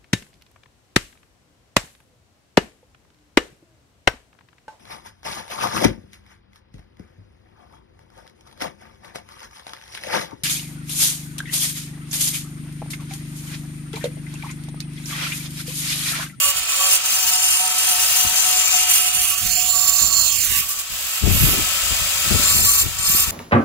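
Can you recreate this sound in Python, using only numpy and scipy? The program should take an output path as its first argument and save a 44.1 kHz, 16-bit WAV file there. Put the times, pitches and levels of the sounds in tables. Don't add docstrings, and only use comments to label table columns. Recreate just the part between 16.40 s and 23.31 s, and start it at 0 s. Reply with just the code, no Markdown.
import sys
import numpy as np
from scipy import signal
from scipy.fft import rfft, irfft, next_fast_len
from scipy.io import wavfile
from scipy.ndimage import uniform_filter1d

SR = 44100
rng = np.random.default_rng(int(sys.argv[2]) if len(sys.argv) > 2 else 0)


def master_out(mix):
    frames = np.transpose(np.atleast_2d(mix))
    ceiling = np.clip(frames, -1, 1)
    pcm = np.round(ceiling * 32767).astype(np.int16)
    wavfile.write(sys.argv[1], SR, pcm)


def to_linear_factor(level_db):
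    exponent = np.asarray(level_db, float) / 20
    return 10 ** exponent


N = 304731

# [t/s, speed/turns per s]
SPINDLE_SPEED = [(0, 187), (.6, 186), (1, 184), (2.5, 183), (4.2, 182), (4.5, 184), (4.9, 188), (5.4, 191),
                 (6, 191), (6.91, 188)]
# [t/s, loudness/dB, treble of the disc face/dB, pressure on stone/dB]
TOOL_LEVELS = [(0, -25.5, 6.5, 3.5), (.35, -24.5, 3, -1.5), (.7, -25, -1, 1.5), (1.05, -25, 0.5, 3.5),
               (1.4, -23.5, -2, 0.5), (1.75, -23.5, -2, 0), (2.1, -24, 1, 2.5), (2.72, -26, 1.5, 2.5),
               (2.9, -28.5, 8.5, 2.5), (3.2, -29.5, 6.5, 4.5), (3.45, -29, 9.5, 5), (3.9, -31, 5, 7),
               (4.18, -29.5, 12, 1), (4.3, -31.5, 12, 1.5), (4.42, -30.5, 5.5, -7), (4.5, -31, 2.5, 0),
               (4.8, -27.5, 4, -7), (5.05, -22.5, -8, -1), (5.2, -23.5, 1, 7), (5.75, -24, 1.5, -2),
               (6.05, -20.5, 2, -1), (6.3, -27.5, 9.5, 4.5), (6.6, -27.5, 3.5, 7), (6.75, -27, 4, 3),
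               (6.91, -26.5, 6, -3)]
# [middle t/s, length/s, level/dB]
HAND_LEANS = [(0.145, 0.05, -8), (0.242, 0.098, -8), (0.52, 0.21, 4.5), (0.61, 0.071, -9),
              (1.297, 0.15, -3), (1.505, 0.058, 2), (1.778, 0.081, 3.5), (1.934, 0.068, -3),
              (2.465, 0.059, -4.5), (2.555, 0.2, 2), (2.712, 0.047, -4.5), (2.959, 0.034, -4),
              (3.15, 0.054, 2), (3.392, 0.038, 2), (3.793, 0.052, 3.5), (4.236, 0.044, -5),
              (4.272, 0.037, -9), (4.313, .045, -0.5), (4.368, 0.045, -8), (4.41, 0.022, 5),
              (4.456, 0.092, -7.5), (4.828, 0.062, -5.5), (6.55, 0.23, -7.5), (6.782, 0.055, 2.5),
              (6.876, 0.059, -8)]
LEAN_TO_LOUDNESS, LEAN_TO_TREBLE, LEAN_TO_RING = 0.39, 0.57, 0.69
SWELL_EDGE = 4.8
# [from t/s, to t/s]
LIFT_OFFS = [
    (4.435, 6.03),
    (6.434, 6.585),
]
# [f/Hz, level/dB per Hz]
HISS_SPECTRUM = [(88, -18.5), (150, -19), (367, -24), (573, -13.5), (760, -11), (825, -18), (900, -10.5),
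                 (995, -13), (1070, -8), (1200, -13.5), (1320, -9.5), (1840, -7.5), (2120, -7), (2560, 0.5),
                 (3250, -0.5), (3390, -2.5), (3520, -2.5), (4350, -3), (4560, -6), (4800, 0), (5600, -6),
                 (6500, -2), (7600, 1), (8710, -3.5), (10500, -1.5), (11450, -2), (12100, 3.5), (13100, 1),
                 (15000, 2.5), (15600, -17)]
DISC_MODE_HZ = [2400, 2850, 3270, 4310, 5110, 6165, 7010, 7290, 8330, 8750, 8975, 10120, 10825, 11200,
                11900, 12360, 13000, 13300, 13600, 13900, 14590, 15400]
# [width/Hz, near level/dB, far level/dB, extra from above/dB, tilt effect/dB per unit]
DISC_MODES = [(58, -22, -82, -15, 17), (57.3, -3.5, -9, -7, -2), (49, -9.5, -9, -3, -1),
              (90, -12.5, -6, 7, 1.5), (39.8, 0.5, -5.5, 0.5, 0), (54.6, 2, -1, -5, 0),
              (110, -9.5, 0, 2, 2), (48, -2.5, 5, 5.5, 2), (70, -14, -14, 6, 2), (54.7, -3.5, -3.5, 0, -3),
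              (36.2, 1, -3, -6.5, -2.5), (67, -7.5, -11.5, -7, -5.5), (52.7, -1.5, -8, -8.5, -1.5),
              (45.3, -7, -31, 4, 1), (70, -10, -17, 0, 1), (59, -3.5, -8, 4.5, -2), (90, -9, -25, -19, 5),
              (55.4, -17, -19, -3, -8.5), (44.8, -13, -59, 0, -14), (140, -10, -11, -2, 0),
              (79.6, -0.5, -20, 2, -0.5), (181, -5, -11.5, -19, 1)]
# [t/s, tilt/units]
DISC_TILT = [(0, -1.3), (.5, -0.6), (.9, 0.8), (1.1, -1.3), (1.5, -1.2), (1.9, -0.7), (2.3, 1.42),
             (2.5, -1), (2.9, -2), (3.1, 0.5), (3.5, 1.8), (3.9, 1.3), (4.1, -1.5), (4.3, -0.5),
             (6.1, -0.1), (6.3, -0.2), (6.91, -1.6)]
RING_SHARED, RING_DIFFERING = 0.94, 0.44
# [t/s, share taken out/0-1]
MUTE_SHARE = [(0, 0), (2.15, 0), (2.27, .8), (2.4, 0), (2.95, .1), (3.22, .7), (3.25, 1), (3.42, 1),
              (3.55, .8), (3.7, 1), (3.92, 1), (4.0, .55), (4.25, .5), (4.3, .8), (4.36, .6), (4.5, 0),
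              (6.91, 0)]
MUTE_BAND_HZ = [9130, 9780]
# [t/s, level/dB]
SLAB_RING = [(0, 0), (.15, -3), (1, -13), (2, -17), (2.4, -0.5), (2.9, -1), (3.25, -17), (3.4, -25),
             (3.9, -30), (4.08, -0.5), (4.22, 3), (4.3, -18), (5, -4.5), (5.9, -15), (6.1, -36.5),
             (6.91, -27)]
SLAB_HZ, SLAB_WIDTH_HZ = 2780, 800
# [middle t/s, length/s, level/dB]
COOLING_JETS = [
    (4.19, 0.15, 1),
    (5.027, 0.26, 6),
]
JET_HZ, JET_WIDTH_HZ = 12800, 3000

HUM_ORDERS = [1, 3, 4, 5]
GEAR_TEETH_ORDERS = [9, 10, 11, 13, 15]
# [t/s, level/dB]
SLAB_SHAKE = [(0, -55.5), (.9, -37.5), (2.45, -36), (3.0, -36.5), (3.3, -38), (3.6, -40.5), (3.9, -44),
              (4.25, -59), (5.1, -51), (5.3, -54), (6.91, -43)]
# [t/s, level/dB]
SWEEP_JOLTS = [(0.052, 14.5), (.41, 17), (.75, 8), (.91, 8.5), (1.2, 11.5), (1.48, 12), (1.76, 10),
               (1.9, 3), (2.059, 10), (2.34, 12), (2.6, 4.5), (2.76, 4.5), (3.02, 5.5), (3.18, 7),
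               (3.35, 6), (3.55, 4), (3.72, -0.5)]
SWEEP_RISE_S, SWEEP_FALL_S = 0.0079, 0.18
FIFTH_DB, FIFTH_FOLLOWS, FIFTH_DB_PER_HALVING = -38, 0.61, -12.5
THIRD_DB, THIRD_DB_PER_TURN = -62.5, 4.5
HOUSING_DB, HOUSING_FOLLOWS = -36, 1.38
# [middle t/s, length/s, level/dB]
RIM_CATCHES = [
    (0.05, 0.18, -29),
    (0.315, 0.082, -30.5),
    (0.437, 0.14, -26.5),
    (2.947, .2, -39.5),
    (3.346, 0.27, -35),
    (3.76, 0.63, -34),
    (4.262, 0.29, -37.5),
    (6.092, 0.14, -28),
    (6.345, 0.19, -26),
    (6.756, 0.34, -32.5),
]
CATCH_REST_DB = -48
# [t/s, f/Hz, level/dB]
COMMUTATOR_WHINE = [(4.35, 12380, -75), (4.5, 12450, -45), (4.8, 12680, -39), (5.1, 12830, -36),
                    (5.3, 12880, -45), (5.9, 12900, -52), (6.1, 12900, -75)]

# [t/s, delay/s]
ECHO_DELAY = [(0, .0028), (2.3, .0026), (2.6, .0017), (2.8, .0010), (3.05, .00052), (3.22, .00036),
              (3.36, .0002), (3.8, .0002), (3.95, .00036), (4.06, .00052), (4.25, .00054), (4.6, .0010),
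              (5.1, .0022), (6.91, .0022)]
# [middle t/s, length/s, share/0-1]
STEP_BOUNCE = (4.14, 0.095, 0.81)
# [t/s, turned away/0-1, treble left-right/dB, extra left lead/s, echo share/0-1]
MIC_STANCE = [(0, 0.43, -5, .00001, 0.23), (.7, 0.26, -6, 0, 0.01), (2.3, 0.24, 2.5, 0, 0.1),
              (2.6, 0.3, -7, 0, 0.12), (2.9, 0.49, -11, 0, 0.2), (3.2, 0.89, 2, 0, 0.53),
              (3.55, 0.82, 0, 0, 0.14), (3.85, 1, 6, 0, 0.5), (4.1, 0.63, -10, 0, 0.63),
              (4.22, 0.37, -16, 0, 0.23), (4.3, 0.16, -14, 0, 0), (5.15, 0.19, -13.5, 0, 0),
              (5.3, 0.14, -3, 0, 0), (5.95, 0.21, -3, 0, 0.07), (6.1, 0.17, -8, -.000005, 0.2),
              (6.91, 0.17, -6.5, -.000005, 0.22)]
# [f/Hz, left minus right/dB]
FACING_SHADE = [(300, -1.5), (1400, 1), (2500, -3), (3100, -7), (3600, 3.5), (4500, 6), (5200, 16.5),
                (5800, 15), (6400, 18.5), (7200, 10), (8200, 10), (8900, -19), (9600, -15), (10300, -7),
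                (11000, 13), (12000, 9.5), (14000, 5.5)]
# [f/Hz, left minus right/dB]
TURNED_SHADE = [(300, 3.5), (1400, -0.5), (2600, -6), (3300, -6), (3800, -0.5), (4600, -12), (6000, -15.5),
                (8000, -13), (9500, -2.5), (12000, -14), (15000, -11.5)]
# [f/Hz, left minus right/dB]
ABOVE_SHADE = [(2300, -1), (2800, 1), (3300, 5.5), (4300, 0.5), (5100, -0.5), (7200, 0), (8800, 5),
               (9600, 24), (10500, -8.5), (14500, 0.5)]
ABOVE_FROM_S, ABOVE_RISE_S = 4.57, 0.33
# [f/Hz, phase/rad]
FACING_LEAD = [(0, 0), (2050, .2), (2700, 2.8), (3350, 3.5), (4600, 9.4), (5100, 9.6), (6200, 15.7),
               (6600, 16.8), (7500, 18.3), (9000, 18.9), (10000, 20.5), (13000, 21), (16400, 22)]
# [f/Hz, phase/rad]
TURNED_LEAD = [(0, 0), (2200, 0), (2900, 2), (3150, 2.9), (3420, 3.4), (3650, 6.2), (4500, 6.6),
               (5100, 8.2), (5600, 6.4), (7200, 7.6), (8600, 7.4), (9300, 3.5), (10300, 4.8), (14000, 6.3),
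               (16400, 6.3)]
# [f/Hz, likeness/0-1]
PORT_LIKENESS = [(300, 0.75), (700, 1), (1300, 0.88), (1900, 0.54), (2600, 0.56), (3200, 0.35),
                 (3800, 0.21), (6000, 0.32), (9000, 0.26), (15000, 0.23)]
# [t/s, share/-1 to 1]
CLEAR_PATH = [(2.2, 0), (2.3, .9), (2.4, -.3), (3.25, -.3), (3.36, .8), (3.82, .8), (3.9, -.5), (4.4, -.6),
              (5.3, 0), (5.9, .15), (6.12, .5), (6.16, .99), (6.43, .99), (6.47, 0), (6.6, 0), (6.64, .6),
              (6.91, .65)]

# [t/s, level/dB]
BREEZE_LEVEL = [(0, -69), (.45, -73), (.85, -55), (1.3, -70), (1.6, -53), (2.0, -58), (2.6, -56.5),
                (3.3, -50), (4.2, -53.5), (4.35, -57), (4.78, -68), (5.25, -48.5), (5.8, -46), (6.1, -39),
                (6.91, -47.5)]
BREEZE_BRIGHT_DB = -7
# [start t/s, hold/s, level/dB, brightness/dB]
GUST_HITS = [(0.06, 0.028, -50.5, -16), (0.157, 0.06, -49, -28), (1.105, 0.0096, -49, -22),
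             (1.848, 0.016, -45, 7), (2.396, 0.018, -54, -15), (2.74, 0.1, -50, -8),
             (3.022, 0.071, -37, -13), (3.505, 0.018, -50, -15), (3.62, 0.062, -43, 0.5),
             (3.77, 0.096, -47.5, -5), (3.925, 0.091, -50, -24), (4.064, 0.13, -42, -4.5),
             (4.504, 0.051, -47, -17), (4.633, 0.026, -49, -18), (4.829, 0.12, -21.5, -4.5),
             (5.007, 0.049, -22.5, -6), (5.068, 0.027, -33, 4), (5.112, 0.039, -31.5, 11.5),
             (5.2, 0.018, -38, 0), (5.43, 0.037, -41, -3), (5.507, 0.021, -36.5, -3.5),
             (5.61, 0.015, -38, -33), (5.86, 0.056, -40, 3), (5.913, 0.032, -26.5, 1),
             (6.017, 0.049, -50, 15), (6.126, 0.057, -35.5, 3), (6.22, 0.032, -39, 3),
             (6.41, 0.076, -40, 1.5), (6.595, 0.017, -49, -7), (6.678, 0.022, -39, -4),
             (6.736, 0.0099, -42, 5), (6.806, 0.018, -40, 2), (6.871, 0.012, -36, 0)]
GUST_RISE_DB_PER_S, GUST_FALL_DB_PER_S = 1500, 332
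# [f/Hz, level/dB per Hz]
RUMBLE_SPECTRUM = [(12, -30), (25, 5), (45, 4), (75, 6), (110, 1), (150, -7), (220, -9), (400, -47.5)]
# [f/Hz, level/dB per Hz]
FLUTTER_SPECTRUM = [(110, -20), (160, -3), (220, -3.5), (350, -5.5), (500, -13), (800, -16), (1600, -51)]
# [t/s, level/dB, f/Hz, direction]
EDDY_THUDS = [(1.852, -20, 190, 1), (1.868, -20, 70, -1), (2.766, -29, 150, 1), (3.029, -34, 110, 0.82),
              (3.619, -29, 140, 1), (4.841, -5, 83, 1), (4.878, -10, 257, -1), (5.021, -11, 90, -0.88),
              (5.046, -3.5, 110, 1), (5.521, -19, 130, 1), (5.915, -12, 90, -1), (5.947, -8.5, 90, -1),
              (5.998, -13.5, 179, 1), (6.155, -27, 220, 0.89), (6.468, -20, 120, -1),
              (6.70, -21, 179, -1.1), (6.749, -14, 226, 0.89), (6.88, -19, 120, -1)]
FRAME_HZ, CUTOFF_HZ = 46.875, 15760


def rms_one(x):
    return x / np.sqrt(np.mean(x ** 2) + 1e-20)


def in_time(rows, t=None):
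    s, *columns = np.transpose(rows)
    t = np.arange(N) / SR if t is None else t
    return [np.interp(t, s, column) for column in columns]


def at_hz(points, hz):
    f, level = np.array(points).T
    return np.interp(np.log(hz + 1), np.log(f), level)


def bump(middle, length):
    return np.exp(-abs(2 * (np.arange(N) / SR - middle) / length) ** SWELL_EDGE)


def drift(rate):
    r = np.exp(-80 * np.pi * rate / SR)
    slow = signal.lfilter([1], [1, -2 * r, r * r], rng.standard_normal(N // 40 + 2002))[2000:]
    return np.interp(np.arange(N) / 40, np.arange(len(slow)), rms_one(slow))


def coloured(points, channels, ripple_db=0.):
    size = next_fast_len(N)
    hz = np.fft.rfftfreq(size, 1 / SR)
    ripple = np.interp(hz, np.arange(600) * 45, rng.standard_normal(600))
    gain = to_linear_factor(at_hz(points, hz) + ripple_db * ripple)
    noise = rng.standard_normal((channels, size))
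    return rms_one(irfft(rfft(noise) * gain, size)[:, :N])


def resonance(x, hz, width_hz):
    r = np.exp(-np.pi * width_hz / SR)
    return rms_one(signal.lfilter([1, 0, -1], [1, -2 * r * np.cos(2 * np.pi * hz / SR), r * r], x))


def passed(x, order, hz, kind="low"):
    return signal.sosfilt(signal.butter(order, hz, kind, fs=SR, output="sos"), x)


def passed_in_phase(x, order, hz, kind="low"):
    return signal.sosfiltfilt(signal.butter(order, hz, kind, fs=SR, output="sos"), x)


def above(t):
    return np.clip((t - ABOVE_FROM_S) / ABOVE_RISE_S, 0, 1)


def spin():
    return 2 * np.pi * np.cumsum(in_time(SPINDLE_SPEED)[0]) / SR


def grinder(idle_db, ring_db, wobble, chatter_db, wander_db):
    hiss_db, bright_db, disc_db = cutting()
    t = np.arange(N) / SR
    touching = uniform_filter1d(1. - sum((t > a) & (t < b) for a, b in LIFT_OFFS), size=600)
    bite = touching * np.sqrt(np.clip(to_linear_factor(disc_db) ** 2 - to_linear_factor(idle_db) ** 2, .2, None))
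    pressing = np.clip(4.7 * bite, 0, 1)
    chatter = to_linear_factor(chatter_db * pressing * (drift(25.0) + 0.17 * drift(35.)))
    rim = (1 + wobble * pressing * np.cos(spin())) * chatter
    white = rng.standard_normal((2, N)) * [[1], [RING_DIFFERING / RING_SHARED]]
    body = grit_hiss(rim, bright_db - 0.95 * pressing) + slab(white) + cooling_jet()
    ring = RING_SHARED * to_linear_factor(ring_db) * bite * disc_ring(white, rim, bright_db, wander_db)
    tool = to_linear_factor(hiss_db + 0.78 * pressing * drift(0.91)) * (body + ring)
    return tool - in_time(MUTE_SHARE)[0] * passed_in_phase(tool, 3, MUTE_BAND_HZ, "band")


def cutting():
    loud_db, face_db, press_db = in_time(TOOL_LEVELS)
    lean_db = sum(db * bump(s, length) for s, length, db in HAND_LEANS)
    loud_db = loud_db + LEAN_TO_LOUDNESS * lean_db
    return loud_db, face_db + LEAN_TO_TREBLE * lean_db, press_db + LEAN_TO_RING * lean_db


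def grit_hiss(rim, treble_db):
    noise = coloured(HISS_SPECTRUM[:-1], channels=2, ripple_db=1.2)
    low = rms_one(passed(noise, 4, 7500))
    high = rms_one(passed(noise, 4, 7500, "high"))
    return 1.27 * low * rim ** 0.53 + 1.03 * high * rim * to_linear_factor(treble_db)


def disc_ring(white, rim, bright_db, wander_db):
    height = above(np.arange(N) / SR)
    far, tilt = np.clip(in_time(MIC_STANCE)[0], 0, 1), in_time(DISC_TILT)[0]
    modes = []
    for hz, (width, near_db, far_db, above_db, tilt_db) in zip(DISC_MODE_HZ, DISC_MODES):
        level_db = near_db + far * (far_db - near_db) + height * above_db + tilt * tilt_db
        level = to_linear_factor(level_db + wander_db * drift(2.5)) * np.sqrt(width / 50)
        grains = np.roll(white, hz, axis=1) * rim
        modes.append(level * resonance(grains, hz, width))
    return sum(modes[:11]) + sum(modes[11:]) * to_linear_factor(0.31 * bright_db - 1.5 * height)


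def slab(white):
    once = resonance(white, SLAB_HZ, SLAB_WIDTH_HZ)
    return to_linear_factor(in_time(SLAB_RING)[0]) * resonance(once, SLAB_HZ, SLAB_WIDTH_HZ)


def cooling_jet():
    swing = sum(to_linear_factor(db) * bump(s, length) for s, length, db in COOLING_JETS)
    return swing * resonance(rng.standard_normal((2, N)), JET_HZ, JET_WIDTH_HZ)


def hum():
    fourth_db, fifth_db, mode_db, third_db, housing_db = hum_levels()
    angle, white = spin() + 0.26 * drift(7.2), rng.standard_normal((2, N))
    first, third, fourth, fifth = (rms_one(to_linear_factor(2.4 * drift(22.0)) * np.cos(k * angle)) for k in HUM_ORDERS)
    tones = to_linear_factor(fourth_db - 3.5) * (fourth + to_linear_factor(-20.5) * first)
    tones = tones + to_linear_factor(fifth_db - 5.5) * fifth + to_linear_factor(third_db - 17.5) * third
    lowest_mode = to_linear_factor(mode_db - 3.5) * resonance(white, 1138, 16.0)
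    housing = to_linear_factor(housing_db - 8.0) * resonance(white[::-1], 1308, 47)
    mostly_shared = (tones + gears(angle)) * [[1], [.55]]
    return mostly_shared + lowest_mode + housing + commutator() * [[1], [0]]


def hum_levels():
    t = np.arange(N) / SR
    load_db, loud_db = in_time(SLAB_SHAKE)[0], in_time(TOOL_LEVELS)[0]
    sweep_db = -5.5
    for s, db in SWEEP_JOLTS:
        rise, fall = np.clip(s - t, 0, 1) / SWEEP_RISE_S, np.clip(t - s, 0, 9) / SWEEP_FALL_S
        sweep_db = sweep_db + db * np.exp(-fall ** 2 - rise ** 2)
    halvings = np.log2(ECHO_DELAY[0][1] / in_time(ECHO_DELAY)[0])
    fifth_db = FIFTH_DB + FIFTH_FOLLOWS * (load_db + 39) + 0.39 * sweep_db
    fifth_db = fifth_db + FIFTH_DB_PER_HALVING * np.minimum(halvings, 2.2)
    third_db = THIRD_DB + THIRD_DB_PER_TURN * (in_time(SPINDLE_SPEED)[0] - 183)
    third_db = third_db + 3.1 * (loud_db + 22) + 31.0 * (bump(0.061, 0.18) + bump(0.49, 0.29))
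    mode_db = CATCH_REST_DB + sum((db - CATCH_REST_DB) * bump(s, length) for s, length, db in RIM_CATCHES)
    housing_db = HOUSING_DB + HOUSING_FOLLOWS * (loud_db + 28)
    return load_db + sweep_db, fifth_db, mode_db, third_db, housing_db


def gears(angle):
    teeth = sum(to_linear_factor(3.0 * drift(6.3)) * np.cos(k * angle + k * k) for k in GEAR_TEETH_ORDERS)
    return to_linear_factor(cutting()[0] - 24.5) * teeth


def commutator():
    hz, level_db = in_time(COMMUTATOR_WHINE)
    phase = 2 * np.pi * np.cumsum(hz + 35 * drift(40.0)) / SR
    return to_linear_factor(level_db + 6.5 + 2.5 * drift(9.0)) * np.cos(phase)


def ground(x):
    n, delay, share = np.arange(N), in_time(ECHO_DELAY)[0] * SR, in_time(MIC_STANCE)[3]
    dull = passed_in_phase(x, 2, 4500)
    once, twice = (np.array([np.interp(n - k * delay, n, c) for c in dull]) for k in (1, 2))
    middle, length, step_share = STEP_BOUNCE
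    return x + share * once + step_share * bump(middle, length) * twice


def ports(x):
    hz, t, (shared, differing) = signal.stft(x, SR, nperseg=512)
    turned, treble_db, lead = in_time(MIC_STANCE, t)[:3]
    turned, col = np.clip(turned, 0, 1), hz[:, None]
    shade_db = at_hz(FACING_SHADE, col) * (1 - turned) + at_hz(TURNED_SHADE, col) * turned
    shade_db = shade_db + at_hz(ABOVE_SHADE, col) * above(t) + treble_db / (1 + (10000 / (col + 1)) ** 8)
    shade = to_linear_factor(shade_db / 2)
    alike = np.clip(at_hz(PORT_LIKENESS, col) + 0.0082 * turned, 0, .98)
    clear = in_time(CLEAR_PATH, t)[0] * np.exp(-((col - 3050) / 900) ** 2)
    alike = alike + (1 - alike) * clear
    lead = lead + 8e-6 * np.interp(t * SR, np.arange(N), drift(2.6))
    p, q = np.sqrt((1 + alike) / 2) * shared, np.sqrt((1 - alike) / 2) * differing
    facing, away = (np.exp(1j * np.interp(col, *np.transpose(rows))) for rows in (FACING_LEAD, TURNED_LEAD))
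    blend = facing * (1 - turned) + away * turned
    early = blend / (abs(blend) + 1e-9) * np.exp(2j * np.pi * col * lead)
    even = np.sqrt(2 / (shade ** 2 + shade ** -2))
    pair = np.array([shade * early * (p + q), (p - q) / shade]) * even
    return signal.istft(pair, SR, nperseg=512)[1][:, :N]


def wind(lumpy_db, right_db):
    rumble, flutter = gusting()
    lumps = rms_one(to_linear_factor(lumpy_db * drift(24.0)))
    deep = coloured(RUMBLE_SPECTRUM, channels=2)
    deep = rms_one(deep / np.sqrt(0.2 + uniform_filter1d(deep ** 2, size=1500)))
    air = rumble * deep + flutter * to_linear_factor(-8.5) * lumps * coloured(FLUTTER_SPECTRUM, channels=2)
    pushes = (to_linear_factor(9.0) * lumps * air + thuds()) * to_linear_factor([[0], [right_db]])
    return passed(pushes, 2, 35, "high")


def gusting():
    t = np.arange(N) / SR
    rumble = to_linear_factor(in_time(BREEZE_LEVEL)[0])
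    flutter = rumble * to_linear_factor(BREEZE_BRIGHT_DB)
    for s, hold, db, bright_db in GUST_HITS:
        rise_db = GUST_RISE_DB_PER_S * np.clip(s - t, 0, 1)
        fall_db = GUST_FALL_DB_PER_S * np.clip(t - s - hold, 0, 1)
        gust = to_linear_factor(db - rise_db - fall_db)
        rumble, flutter = rumble + gust, flutter + gust * to_linear_factor(bright_db)
    return rumble, flutter


def thuds():
    t, total = np.arange(N) / SR, 0
    for s, db, hz, direction in EDDY_THUDS:
        u = np.clip(np.pi * hz * (t - s), -6, 6) ** 2
        total = total + direction * to_linear_factor(db) * (1 - 2 * u) * np.exp(-u)
    return total


def handset_thinning(x, hole_db, thin_db, hidden_db):
    size = 2 * round(SR / FRAME_HZ)
    hz, t, z = signal.stft(x, SR, "cosine", size)
    power, col = abs(z) ** 2, hz[:, None]
    band = uniform_filter1d(power, size=6, axis=1)
    masker = uniform_filter1d(power.mean(0), size=110, axis=0)
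    heard = (band > masker * to_linear_factor(hole_db) ** 2) | (col < 2300)
    keep = heard & (power > band * to_linear_factor(thin_db) ** 2)
    left, right = z * (keep | (col < 600)) * (col < CUTOFF_HZ)
    mid, side = left + right, left - right
    mid_power, side_power = (uniform_filter1d(abs(part) ** 2, size=9, axis=0) for part in (mid, side))
    mid = mid * (mid_power > to_linear_factor(hidden_db) ** 2 * side_power)
    return signal.istft(np.array([mid + side, mid - side]) / 2, SR, "cosine", size)[1][:, :N]


def scene():
    tool = grinder(idle_db=-5.5, ring_db=-3.0, wobble=0.06, chatter_db=1.42, wander_db=1.17) + hum()
    return ports(ground(tool)) + wind(lumpy_db=2.0, right_db=-31.5)


def low_pass(x):
    return signal.sosfilt(signal.butter(12, 15800, fs=SR, output="sos"), x)


def record(dry):
    treble = passed(dry, 2, 3000, "high")
    x = dry + 0.14 * treble * np.cos(2 * np.pi * FRAME_HZ * np.arange(N) / SR)
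    rounded = 1.2 * np.tanh(x / 1.2)
    mix = handset_thinning(rounded, hole_db=-6.5, thin_db=-5, hidden_db=-6)
    return low_pass(mix)


dry = scene()
out = record(dry)
master_out(out)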